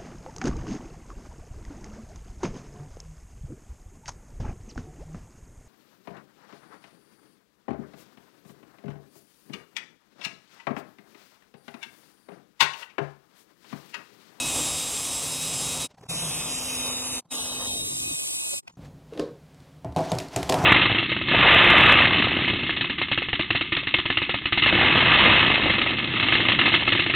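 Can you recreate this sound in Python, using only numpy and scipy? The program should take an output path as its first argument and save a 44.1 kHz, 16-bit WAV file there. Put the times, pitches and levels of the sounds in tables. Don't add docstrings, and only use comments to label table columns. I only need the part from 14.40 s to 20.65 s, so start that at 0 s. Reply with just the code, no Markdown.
import sys
import numpy as np
from scipy import signal
from scipy.fft import rfft, irfft, next_fast_len
from scipy.io import wavfile
from scipy.ndimage import uniform_filter1d

SR = 44100
rng = np.random.default_rng(int(sys.argv[2]) if len(sys.argv) > 2 else 0)


def gain_from_db(level_db):
    decades = np.asarray(level_db, float) / 20
    return 10 ** decades


def transcribe(u):
    v = np.clip(np.atleast_2d(u).T, -1, 1)
    q = np.round(v * 32767).astype(np.int16)
    wavfile.write(sys.argv[1], SR, q)


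N = 275625

# frequency in Hz, level in dB.
DOOR = [(115, -12), (161, -0.5), (280, -2.5), (382, -4.5), (517, -8), (657, 1.5), (732, 2), (840, -1),
        (969, -4), (1250, -18.5), (1604, -47)]


def evened(x):
    return x / np.sqrt(np.mean(x ** 2) + 1e-20)


def read(points, hz):
    f, value = np.transpose(points)
    return np.interp(np.log(hz + 1), np.log(f + 1), value)


def add(mix, s, sound):
    part = mix[max(round(s * SR), 0):][:len(sound)]
    part += sound[:len(part)]


def curves(rows):
    s, *columns = np.transpose(rows)
    t = np.arange(s[0], s[-1], 1 / SR)
    return t, [np.interp(t, s, c) for c in columns]


def lowpass(x, hz):
    return signal.lfilter(*signal.butter(N=2, Wn=2 * hz / SR), x)


def wander(size, hz):
    return evened(lowpass(rng.standard_normal(size + SR), hz)[SR:])


def coloured(x, points):
    size = next_fast_len(len(x))
    gain = gain_from_db(read(points, np.fft.rfftfreq(size, 1 / SR)))
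    return evened(irfft(rfft(x, size) * gain, size)[:len(x)])


def grit(size, spread_db):
    grains = evened(uniform_filter1d(rng.standard_normal(size), size=40))
    return rng.standard_normal(size) * gain_from_db(spread_db * grains)


def resonate(x, hz, width):
    turn = np.exp(2j * np.pi * np.cumsum(hz * np.ones(len(x))) / SR)
    r = np.exp(-np.pi * width / SR)
    return 2 * (turn * signal.lfilter([1 - r], [1, -r], x / turn)).real


def peak(x, hz, width):
    return evened(resonate(resonate(x, hz, width), hz, width))


def faded(x, rise, fall):
    t = np.arange(len(x)) / SR
    return x * np.sin(np.pi / 2 * np.clip(np.minimum(t / rise, t[::-1] / fall), 0, 1)) ** 2


def drill(rows, speed, stance_db):
    # multiple of shaft speed, whine it follows (0-5), dB over it.
    orders = [(10.02, 0, -1), (20.02, 2, 0), (14.99, 1, 1), (30.0, 3, -2.5), (30.6, 5, -8), (39.96, 4, 2.5),
              (50.1, 5, -2), (11.0, 0, -9), (21.0, 2, -4), (19.0, 2, -9), (16.0, 1, -12), (33.0, 4, -6)]
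    # mean in dB, swing in dB, loudest aim in degrees.
    lobes = [(-42.5, 5.5, 351), (-39.5, 4.5, 46), (-47.5, 1.5, 180), (-44.5, 8.5, 194), (-46.5, 1.5, 254),
             (-55, 4.5, 174)]
    # time in seconds, frequency in Hz.
    vent = [(0, 8200), (.9, 8500), (1.45, 9400), (1.7, 9000), (2.8, 8800), (2.9, 8500), (4.2, 8300)]
    # frequency in Hz, level in dB per Hz.
    cut_colour = [(1000, -39), (1300, -18.5), (1700, -20), (2200, -14), (2800, -9.5), (3500, -8),
                  (4300, -12.5), (5200, -11.5), (6000, -7.5), (9000, -10), (10500, -13), (12000, -19.5),
                  (13500, -21), (16000, -33)]
    # frequency in Hz, level in dB per Hz.
    rumble_colour = [(20, -25), (40, -13), (70, -6), (220, -13), (330, -13), (450, -9), (800, -10),
                     (1200, -11), (1600, -31), (2500, -55.5)]

    rise, fall = .024 * (rows[0][0] > 0), .024
    first, last = rows[0], rows[-1]
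    held = [(first[0] - rise, *first[1:]), *rows, (last[0] + fall, *last[1:])]
    t, (cut_db, load, aim, shake_db) = curves(held)
    size = len(t)

    load = np.clip(load, .01, .99)
    boom_db = shake_db - 0.5 + 10 * np.log10(load)
    hum_db = shake_db - 1.5 + 10 * np.log10(1 - load)

    flutter = .0023 * wander(size, 14) + .0012 * wander(size, 60)
    shaft_hz = np.interp(t, *np.transpose(speed)) * (1 + flutter)
    turns = np.cumsum(shaft_hz) / SR
    whine_db = [db + swing_db * np.cos(np.radians(aim - facing)) for db, swing_db, facing in lobes]
    whine = np.zeros(size)
    for k, lead, db in orders:
        lead = int(lead)
        level_db = whine_db[lead] + stance_db[lead] + db + 3.5 + 2.6 * wander(size, 5)
        whine += gain_from_db(level_db) * np.cos(2 * np.pi * (k * turns + rng.random()))
    hum = gain_from_db(hum_db + 2.5) * (np.cos(2 * np.pi * turns) + 0.37 * np.cos(4 * np.pi * turns))

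    bite = 1 + 0.11 * np.cos(2 * np.pi * turns)
    chips = grit(size, 1.0) * bite
    bright_hz = 7810 + 600 * load
    vent_hz = np.interp(t, *np.transpose(vent))
    hiss = coloured(chips, cut_colour) + 0.33 * peak(chips, bright_hz, 2700)
    hiss += 0.2 * peak(chips, vent_hz, 1300)
    hiss = gain_from_db(cut_db - 4.5 + 0.73 * wander(size, 14.5)) * evened(hiss)
    rumble_db = cut_db - 11 - 3.5 + 1.0 * wander(size, 9.1)
    rumble = gain_from_db(rumble_db) * coloured(grit(size, 1.1), rumble_colour)

    skin = rng.standard_normal(size)
    boom = gain_from_db(boom_db - 1.5) * evened(resonate(resonate(skin, 147.6, 44), 149.0, 44))
    boom += gain_from_db(-53.5 + 3.0 * (cut_db + 27.5)) * peak(skin, 290, 60)
    return t[0], faded(whine + hum + hiss + rumble + boom, rise + 1e-4, fall * 1.5)


def drill_bursts(mix):
    # time in seconds, cutting in dB, bite into the skin (0-1),
    # aim of the drill body in degrees, shaking of the door in dB.
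    first = [(0.0, -25, 0.5, -3.5, -37.5), (0.208, -23.5, 0.6, -135.0, -43.6),
             (0.416, -27.0, 0.7, -186.0, -46.5), (0.624, -27.0, 0.6, -162.0, -49.5),
             (0.831, -27.5, 1, -195.0, -47.5), (1.039, -27.5, 0.64, -196.0, -42),
             (1.247, -26.5, 0.67, -190.0, -42), (1.455, -27, 0.72, -229.0, -40.5)]
    second = [(1.705, -27, 1.0, -200.0, -37.5), (1.86, -27, 0.99, -224.0, -37),
              (2.015, -27.5, 0.95, -236.0, -42), (2.17, -27.5, 0.06, -104.0, -44.9),
              (2.325, -27.1, 0.14, -252.0, -41), (2.48, -26.5, 0.05, -242.0, -42.5),
              (2.635, -28.5, 0.02, -206.0, -42.5), (2.79, -27.5, 0.03, -147.0, -43.5)]
    third = [(2.925, -27, 0.03, -250.0, -45.5), (3.106, -29, 0.059, -270.0, -46),
             (3.285, -27, 0.04, -264.0, -44.5), (3.467, -28, 0.89, -221.0, -49.5),
             (3.648, -26.5, 0.49, -102.0, -47), (3.829, -26, 0.6, -105.0, -51.5),
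             (4.009, -27, 0.88, -73, -53), (4.188, -27.5, 0.62, -123.0, -49)]
    # time in seconds, speed in Hz.
    speeds = [
        [(0.0, 257), (0.06, 256.9), (0.1, 251.0), (0.57, 251.2), (0.702, 256.4), (0.884, 254.0), (1.142, 255.9),
         (1.2, 252.1), (1.45, 255.5)],
        [(1.72, 254), (1.78, 256), (1.904, 256.3), (1.954, 252.9), (2.402, 252.2), (2.512, 250.5), (2.67, 253),
         (2.79, 252.5)],
        [(2.93, 254.4), (3.168, 254.9), (3.2, 251.6), (3.56, 251), (3.8, 250), (4.154, 251.4), (4.19, 252)],
    ]
    stances = [
        (-2.5, -2, 0, -1, -1.5, 1),
        (1.5, -1.5, -1.5, -2.5, 0, -2),
        (-1, -2.5, -5, -3, -2, -6),
    ]
    for burst in zip((first, second, third), speeds, stances):
        add(mix, *drill(*burst))


def shuffles(mix):
    # time in seconds, level in dB.
    pauses = [
        [(1.47, -65.5), (1.56, -66), (1.6, -57), (1.67, -55), (1.69, -58)],
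        [(2.8, -64), (2.83, -69), (2.9, -65)],
        [(4.2, -61), (4.25, -64), (4.29, -62), (4.33, -66), (4.368, -66)],
    ]
    # frequency in Hz, level in dB per Hz.
    brush = [(24, -35), (40, -18), (145, -1.5), (382, -17), (466, -18), (956, -14.5), (1820, -34),
             (8070, -34), (15000, -50)]
    for rows in pauses:
        t, (level_db,) = curves(rows)
        noise = coloured(rng.standard_normal(len(t)), brush)
        add(mix, t[0], gain_from_db(level_db + 4.5 * wander(len(t), 40)) * noise)


def snaps(mix):
    # time in seconds, level in dB, ring in Hz, spread in seconds, fizz over it in dB.
    clicks = [(1.512, -53.5, 600, .010, -5), (1.548, -59, 696, 0.0045, -1), (1.585, -53, 790, 0.0054, -6),
              (1.638, -44, 410, 0.0054, -12), (4.14, -29, 563, 0.006, -23), (4.28, -38, 700, 0.0032, -9),
              (4.28, -38, 2500, 0.003, -6), (4.327, -62, 6800, .008, -12), (4.3, -54, 910, 0.0077, -1),
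              (4.3, -63, 7500, .004, -3), (4.356, -66, 6000, .004, -2), (4.452, -65, 7500, .008, -2)]
    # frequency in Hz, level in dB per Hz.
    fizz_colour = [(900, -1), (1500, -4), (5700, -6), (9000, -22), (12000, -32), (16000, -50)]
    t = np.arange(-2000, 2000) / SR
    for s, db, hz, spread, fizz_db in clicks:
        noise = rng.standard_normal(len(t))
        ring = np.cos(2 * np.pi * hz * t) + 0.53 * evened(resonate(noise, hz, 700))
        fizz = gain_from_db(fizz_db) * coloured(noise, fizz_colour)
        add(mix, s + t[0], gain_from_db(db) * np.exp(-abs(t) / spread) * (ring + fizz))


def room():
    # frequency in Hz, level in dB per Hz.
    tone = [(18, -55.5), (40, -16), (75, -9), (110, -14), (149, -3), (221, -18), (266, -10), (319, -22.5),
            (540, -22), (1500, -33), (4000, -38), (8000, -47), (16000, -60)]
    # time in seconds, rustle in dB, spread in seconds.
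    stirs = [
        (4.42, -60, .015),
        (4.455, -53, 0.02),
        (4.74, -56, .012),
        (4.8, -48, 0.035),
        (5.25, -64, 0.096),
    ]
    t = np.arange(4.37, N / SR, 1 / SR)
    stir = sum(gain_from_db(db) * np.exp(-abs(t - s) / spread) for s, db, spread in stirs)
    settling = gain_from_db(-48.5) * np.exp(-((t - t[0]) / 0.21) ** 2)
    rumble = gain_from_db(-53) + settling + 0.5 * stir
    rustle = gain_from_db(-64.5) + stir
    noise = coloured(rng.standard_normal(len(t)), tone)
    low = lowpass(noise, 1200)
    hum = gain_from_db(-54 + 2.0 * wander(len(t), 3.6)) * np.cos(2 * np.pi * 150 * t)
    hiss = gain_from_db(-64) * coloured(rng.standard_normal(len(t)), [(500, 2), (8000, -14), (16000, -20)])
    return t[0], rumble * low + rustle * evened(noise - low) + hum + hiss


def sways_and_rings(mix):
    # start in seconds, level in dB, Hz, t60 in seconds.
    sways = [
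        (5.458, -27, 120, .2),
        (5.49, -33, 75, .3),
        (5.605, -24, 285, .1),
        (5.727, -21, 125, .16),
        (5.765, -28, 110, .2),
        (5.968, -26, 120, .2),
        (6.02, -32, 70, .3),
    ]
    # start in
    # seconds, level in dB, Hz, t60 in seconds.
    rings = [(4.722, -33, 450, .1), (4.75, -37, 330, .09), (4.755, -39, 510, .1), (4.77, -39, 800, .06),
             (4.772, -28, 485, .1), (4.792, -23, 415, .07), (4.788, -25, 305, .1), (4.805, -30, 490, .2),
             (4.832, -31, 470, .12), (4.835, -35, 545, .12), (4.89, -36, 435, .12), (4.805, -38, 1085, .1),
             (4.45, -67, 6600, .3), (5.563, -22, 690, .08), (5.62, -34, 655, .45), (5.715, -27, 930, .08),
             (5.63, -38, 1000, .2)]
    t = np.arange(SR // 2) / SR
    for s, db, hz, t60 in sways + rings:
        add(mix, s, gain_from_db(db - 60 * t / t60) * np.minimum(t / .006, 1) * np.sin(2 * np.pi * hz * t))


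def hit(row, modes, ring_s, colour, scatter):
    s, tick_db, knock_db, tick_hz, thump_db = row
    softness_db = knock_db - tick_db
    t60 = ring_s * gain_from_db(.25 * max(softness_db, 0))
    t = np.arange(SR // 3) / SR

    crack = rng.standard_normal(len(t))
    tick = evened(coloured(crack, colour) + 0.4 * peak(crack, tick_hz, 2200))
    tick = tick * np.exp(-t / 0.0024) * np.minimum(t / 0.00067, 1)
    tick += gain_from_db(-20.5 - 60 * t / .3) * np.minimum(t / .004, 1) * coloured(crack[::-1], scatter)

    hz, db = np.transpose(modes)[:, :, None]
    strength, pitch = rng.random((2, len(modes), 1))
    low = hz[:, 0] < 400
    fade_db = -60 * t / np.where(hz < 400, .12, t60 * 600 / hz)
    dull_db = .15 * softness_db * np.log2(hz / 600)
    swing = np.sin(2 * np.pi * hz * (.96 + .08 * pitch) * t)
    rings = gain_from_db(db + 7.5 * strength + fade_db - dull_db) * swing
    knock = rings[~low].sum(0) * np.minimum(t / 0.0017, 1)
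    thump = rings[low].sum(0) * np.minimum(t / 0.0058, 1)
    knock = gain_from_db(knock_db) * knock / abs(knock).max()
    thump = gain_from_db(thump_db) * thump / abs(thump).max()
    return s, gain_from_db(tick_db) * tick + knock + thump


def tool_set_down(paths):
    # start in seconds, tick in dB, knock in dB, tick in Hz, thump in dB.
    blows = [
        (4.7241, -58, -34, 3750, -44),
        (4.735, -47, -45, 2800, -55),
        (4.752, -55, -36, 2600, -40),
        (4.775, -38, -29, 3700, -36),
        (4.7952, -26, -17, 3900, -23),
        (4.8114, -45, -29, 1600, -48),
        (4.828, -50, -32, 1600, -48),
        (4.855, -56, -36, 1600, -42),
        (4.886, -56, -35, 1600, -48),
    ]
    # frequency in Hz, level in dB.
    modes = [(161, -17), (310, -6), (420, -6), (479, -1), (544, -4), (608, -16), (800, -16), (1082, -9),
             (1250, -10), (1500, -13), (1793, -14)]
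    # frequency in Hz, level in dB per Hz.
    tick_colour = [(700, -12), (1500, -1), (4000, 0), (6000, -7), (11000, -15), (13000, -28), (16000, -36)]
    # frequency in Hz, level in dB per Hz.
    scatter = [(900, -15), (1500, -7), (2500, -9), (4000, 0), (5500, -8), (9000, -20), (16000, -36)]
    for k, row in enumerate(blows):
        add(paths[k % len(paths)], *hit(row, modes, 0.06, tick_colour, scatter))


def fitting_knocks(paths):
    # start in seconds, tick in dB, knock in dB, tick in Hz, thump in dB.
    blows = [(5.145, -52, -54, 3200, -64), (5.2028, -54, -56, 3600, -61), (5.4458, -43.5, -26.5, 2500, -28),
             (5.523, -48.5, -42, 4500, -34), (5.549, -52, -55, 4500, -55), (5.5623, -28, -14, 3950, -20),
             (5.569, -34, -15, 3500, -30), (5.59, -36, -18, 3500, -26.5), (5.6071, -40, -21, 1600, -25),
             (5.7176, -22, -15, 3200, -20.5), (5.7855, -21, -30.5, 6000, -36),
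             (5.751, -34.5, -45, 9000, -47), (5.884, -39, -49, 5000, -55), (5.801, -30, -31, 2980, -39),
             (5.961, -16.5, -18.5, 7030, -22.5), (6.0292, -23, -26.5, 2580, -36),
             (6.0745, -42, -30, 3600, -36.5), (6.082, -42, -45, 9000, -50), (5.9292, -42, -45, 2040, -50),
             (5.9406, -42, -48, 4800, -55), (6.227, -36, -26, 3000, -35), (6.0922, -23, -21, 4300, -28.5),
             (6.096, -13.5, -11.5, 3750, -17.5), (6.123, -17, -12, 2620, -22.5),
             (6.1419, -18.5, -13.5, 3030, -28), (6.239, -31, -20, 2600, -22)]
    # frequency in Hz, level in dB per Hz.
    tick_colour = [(700, -25), (1500, -2), (4000, 1), (8000, -3), (11000, -9), (16000, -25)]
    # frequency in Hz, level in dB per Hz.
    scatter = [(900, -20), (1800, 0), (4000, -1), (8000, -6), (12000, -14), (16000, -25)]
    for k, row in enumerate(blows):
        add(paths[k % len(paths)], *hit(row, DOOR, 0.043, tick_colour, scatter))


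def echoes(x):
    # frequency in Hz, level in dB.
    walls = [(300, .1), (1500, -2), (2500, -14), (5000, -30)]
    # frequency in Hz, t60 in seconds.
    decay = [(100, 0.28), (700, 0.38), (3000, 0.36), (8000, .3), (14000, 0.22)]
    hz, t, z = signal.stft(rng.standard_normal(SR // 2), SR, nperseg=256)
    level_db = read(walls, hz)[:, None] - 60 * t / read(decay, hz)[:, None]
    tail = signal.istft(z * gain_from_db(level_db), SR, nperseg=256)[1]
    delay = np.zeros(150)
    return signal.fftconvolve(x, np.r_[delay, tail / np.linalg.norm(tail)])[:N]


def scrape():
    # start in seconds, rise in seconds, body in dB,
    # thump over body in dB, rasp over body in dB.
    pushes = [(5.446, .005, -51, 3, -13), (5.53, .03, -60, 0, 1), (5.562, 0.012, -37, 0.5, -1),
              (5.6, .04, -50, -16, 8), (5.64, .06, -41, -14, -4), (5.718, .012, -42, 9, -2),
              (5.79, .01, -50, 0, 4), (5.87, .07, -49, 2, 6), (5.955, .015, -40, 7, 0),
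              (6.03, .04, -51, 4, 6), (6.09, .05, -32, -2, -12), (6.14, .05, -29.5, 2, -4),
              (6.2, .05, -28, 7, -1.5)]
    # frequency in Hz, level in dB per Hz.
    rim = [(900, -4), (1500, -3), (3000, -4), (5700, -10), (9000, -19), (12000, -25), (14000, -29),
           (16000, -34)]
    let_go = (-95, -120, -90)
    t = np.arange(pushes[0][0], N / SR, 1 / SR)
    s, rise, body_db, thump_db, rasp_db = np.transpose(pushes)[:, :, None]
    swell = np.clip((t - s) / rise, 0, 1) ** 2
    after = np.maximum(t - s - rise, 0)
    low, mid, high = (np.linalg.norm(swell * gain_from_db(body_db + db + fall_db * after), axis=0)
                      for db, fall_db in zip((thump_db, 0, rasp_db), let_go))
    rub = grit(len(t), 2.1)
    dull = lowpass(rub, 3500)
    thump = evened(sum(gain_from_db(db) * resonate(dull, hz, 40) for hz, db in DOOR if hz < 400))
    body = evened(sum(gain_from_db(db) * resonate(dull, hz, 70) for hz, db in DOOR if hz > 400))
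    return t[0], low * thump + mid * body + high * coloured(rub, rim)


def squeak():
    # time in seconds, level in dB, pitch in Hz.
    slide = [
        (5.693, -60, 5840),
        (5.704, -44, 6320),
        (5.716, -48, 6600),
    ]
    t, (db, hz) = curves(slide)
    return t[0], gain_from_db(db) * peak(rng.standard_normal(len(t)), hz, 250)


def scene():
    mix, paths = np.zeros(N), np.zeros((3, N))
    for source in (drill_bursts, shuffles, snaps, sways_and_rings):
        source(mix)
    for source in (room, scrape, squeak):
        add(mix, *source())
    tool_set_down(paths)
    fitting_knocks(paths)
    mix += sum(path + gain_from_db(-13) * echoes(path) for path in paths)
    return np.tile(mix, (2, 1))


def phase_slip(x):
    # start in seconds, end in seconds, border
    # at start in Hz, border at end in Hz, turn in half turns.
    first = [(.82, 1.0, 2900, 2900, 0.75), (.82, 1.0, 3200, 3200, 0.0021), (.9, 1.5, 10300, 9500, .32),
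             (1.511, 1.58, 9100, 9100, 1), (1.58, 1.65, 8200, 8200, .3)]
    second = [(1.596, 2.0, 2950, 3640, 0.87), (2.0, 2.4, 3700, 2870, 0.83), (2.4, 2.6, 3200, 3000, 0.85),
              (1.63, 1.76, 2800, 2700, 0.98), (1.63, 1.73, 3000, 3900, .8), (1.73, 1.87, 3300, 4150, 1),
              (1.93, 2.22, 4100, 3900, 1), (2.34, 2.52, 3875, 4100, 0.96), (2.6, 2.79, 3000, 3100, 0.99),
              (2.52, 2.8, 3700, 3660, 0.83), (1.55, 2.5, 4740, 4630, 0.57), (2.5, 2.5, 4700, 3780, .5),
              (1.55, 1.9, 5600, 5800, -0.094), (2.08, 2.36, 5400, 5300, 0), (2.36, 2.7, 5400, 5600, .93),
              (2.5, 2.87, 5500, 4750, .98), (2.36, 2.55, 6100, 6350, 0), (1.62, 2.2, 7100, 6850, -.64),
              (2.2, 3, 6900, 6250, -0.72), (2.56, 2.87, 6300, 5500, -0.65), (1.8, 2.1, 8150, 9500, -.44),
              (2.4, 2.87, 8300, 7500, -0.88), (2.2, 2.87, 9150, 8400, -0.32)]
    third = [(2.88, 3.0, -50, -50, 0.97), (2.88, 3.0, 250, 129, 0), (2.95, 3.05, 1700, 1900, .84),
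             (3.05, 3.27, 1750, 1900, .74), (2.93, 3.05, 2150, 2100, 1), (3.1, 3.14, 2000, 2000, 1),
             (3.18, 3.27, 2300, 2000, 1), (3.27, 3.5, 1080, 400, 1), (3.5, 3.73, 420, 380, 1),
             (3.73, 3.76, 330, 100, 1), (3.76, 4.285, -500, -500, 1), (4.23, 4.26, 200, 200, .1),
             (4.23, 4.26, 550, 550, .9), (4.22, 4.27, 1800, 1800, .3), (4.22, 4.27, 3300, 3000, 1),
             (4.24, 4.27, 3800, 3700, .1), (2.88, 3.38, 2648, 3050, 0.098),
             (2.88, 3.38, 3699.5, 3300.5, -0.74), (3.38, 3.5, 2950, 3450, -0.75),
             (3.5, 3.78, 3400, 3550, -0.73), (3.78, 4.24, 3780, 3850, -.73), (2.9, 3.27, 4750, 4350, 0.63),
             (2.9, 3.27, 5350, 5203, -0.77), (2.88, 2.98, 5500, 5500, 0.69), (3.3, 4.0, 4300, 4200, .8),
             (2.98, 3.5, 5700, 5500, .8), (3.02, 3.5, 6350, 6300, .9), (3.5, 4.0, 5500, 5300, .8),
             (3.92, 4.3, 5200, 5300, .86), (4.0, 4.3, 5600, 5600, .75), (4.0, 4.1, 6400, 6400, .97),
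             (2.98, 4.08, 7000, 6601, 0.75), (4.08, 4.3, 6900, 6000, 0.72), (3.3, 4.08, 8450, 7500, .45),
             (4.08, 4.3, 7700, 6600, 0.44), (2.9, 3.42, 8500, 8000, -0.17), (2.5, 3.7, 9201, 8150, 0.48),
             (4.26, 4.36, 900, 300, 0.63)]
    hz, t, z = signal.stft(x, SR, nperseg=2048, noverlap=1536)
    slip = np.zeros(z.shape)
    for start, end, from_hz, to_hz, half_turns in first + second + third:
        jitter = evened(uniform_filter1d(rng.standard_normal(len(t)), size=4))
        border = np.interp(t, [start, end], [from_hz, to_hz])
        border = border + 90 * np.clip(from_hz / 3000, 0, 1) * jitter
        slip = np.where((t >= start) & (t <= end) & (hz[:, None] > border), half_turns, slip)
    wobble = uniform_filter1d(rng.standard_normal(z.shape[::-1]).T, size=10, axis=0)
    wobble = evened(uniform_filter1d(wobble, size=5, axis=1))
    slip = np.clip(slip + .13 * np.sin(np.pi * slip) * wobble, -1, 1)
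    slip = np.where(abs(slip) > .92, np.sign(slip), slip)
    return signal.istft(z * np.exp(-1j * np.pi * slip), SR, nperseg=2048, noverlap=1536)[1][:N]


def roll_off(x):
    return signal.sosfilt(signal.butter(12, 16000, fs=SR, output="sos"), x)


def record(dry):
    dry = .4 * np.tanh(dry / .4)
    dry = signal.oaconvolve(dry, signal.firwin(255, 16050, fs=SR)[None], "same")
    return roll_off(np.array([dry[0], phase_slip(dry[1])]))


dry = scene()
out = record(dry)
transcribe(out)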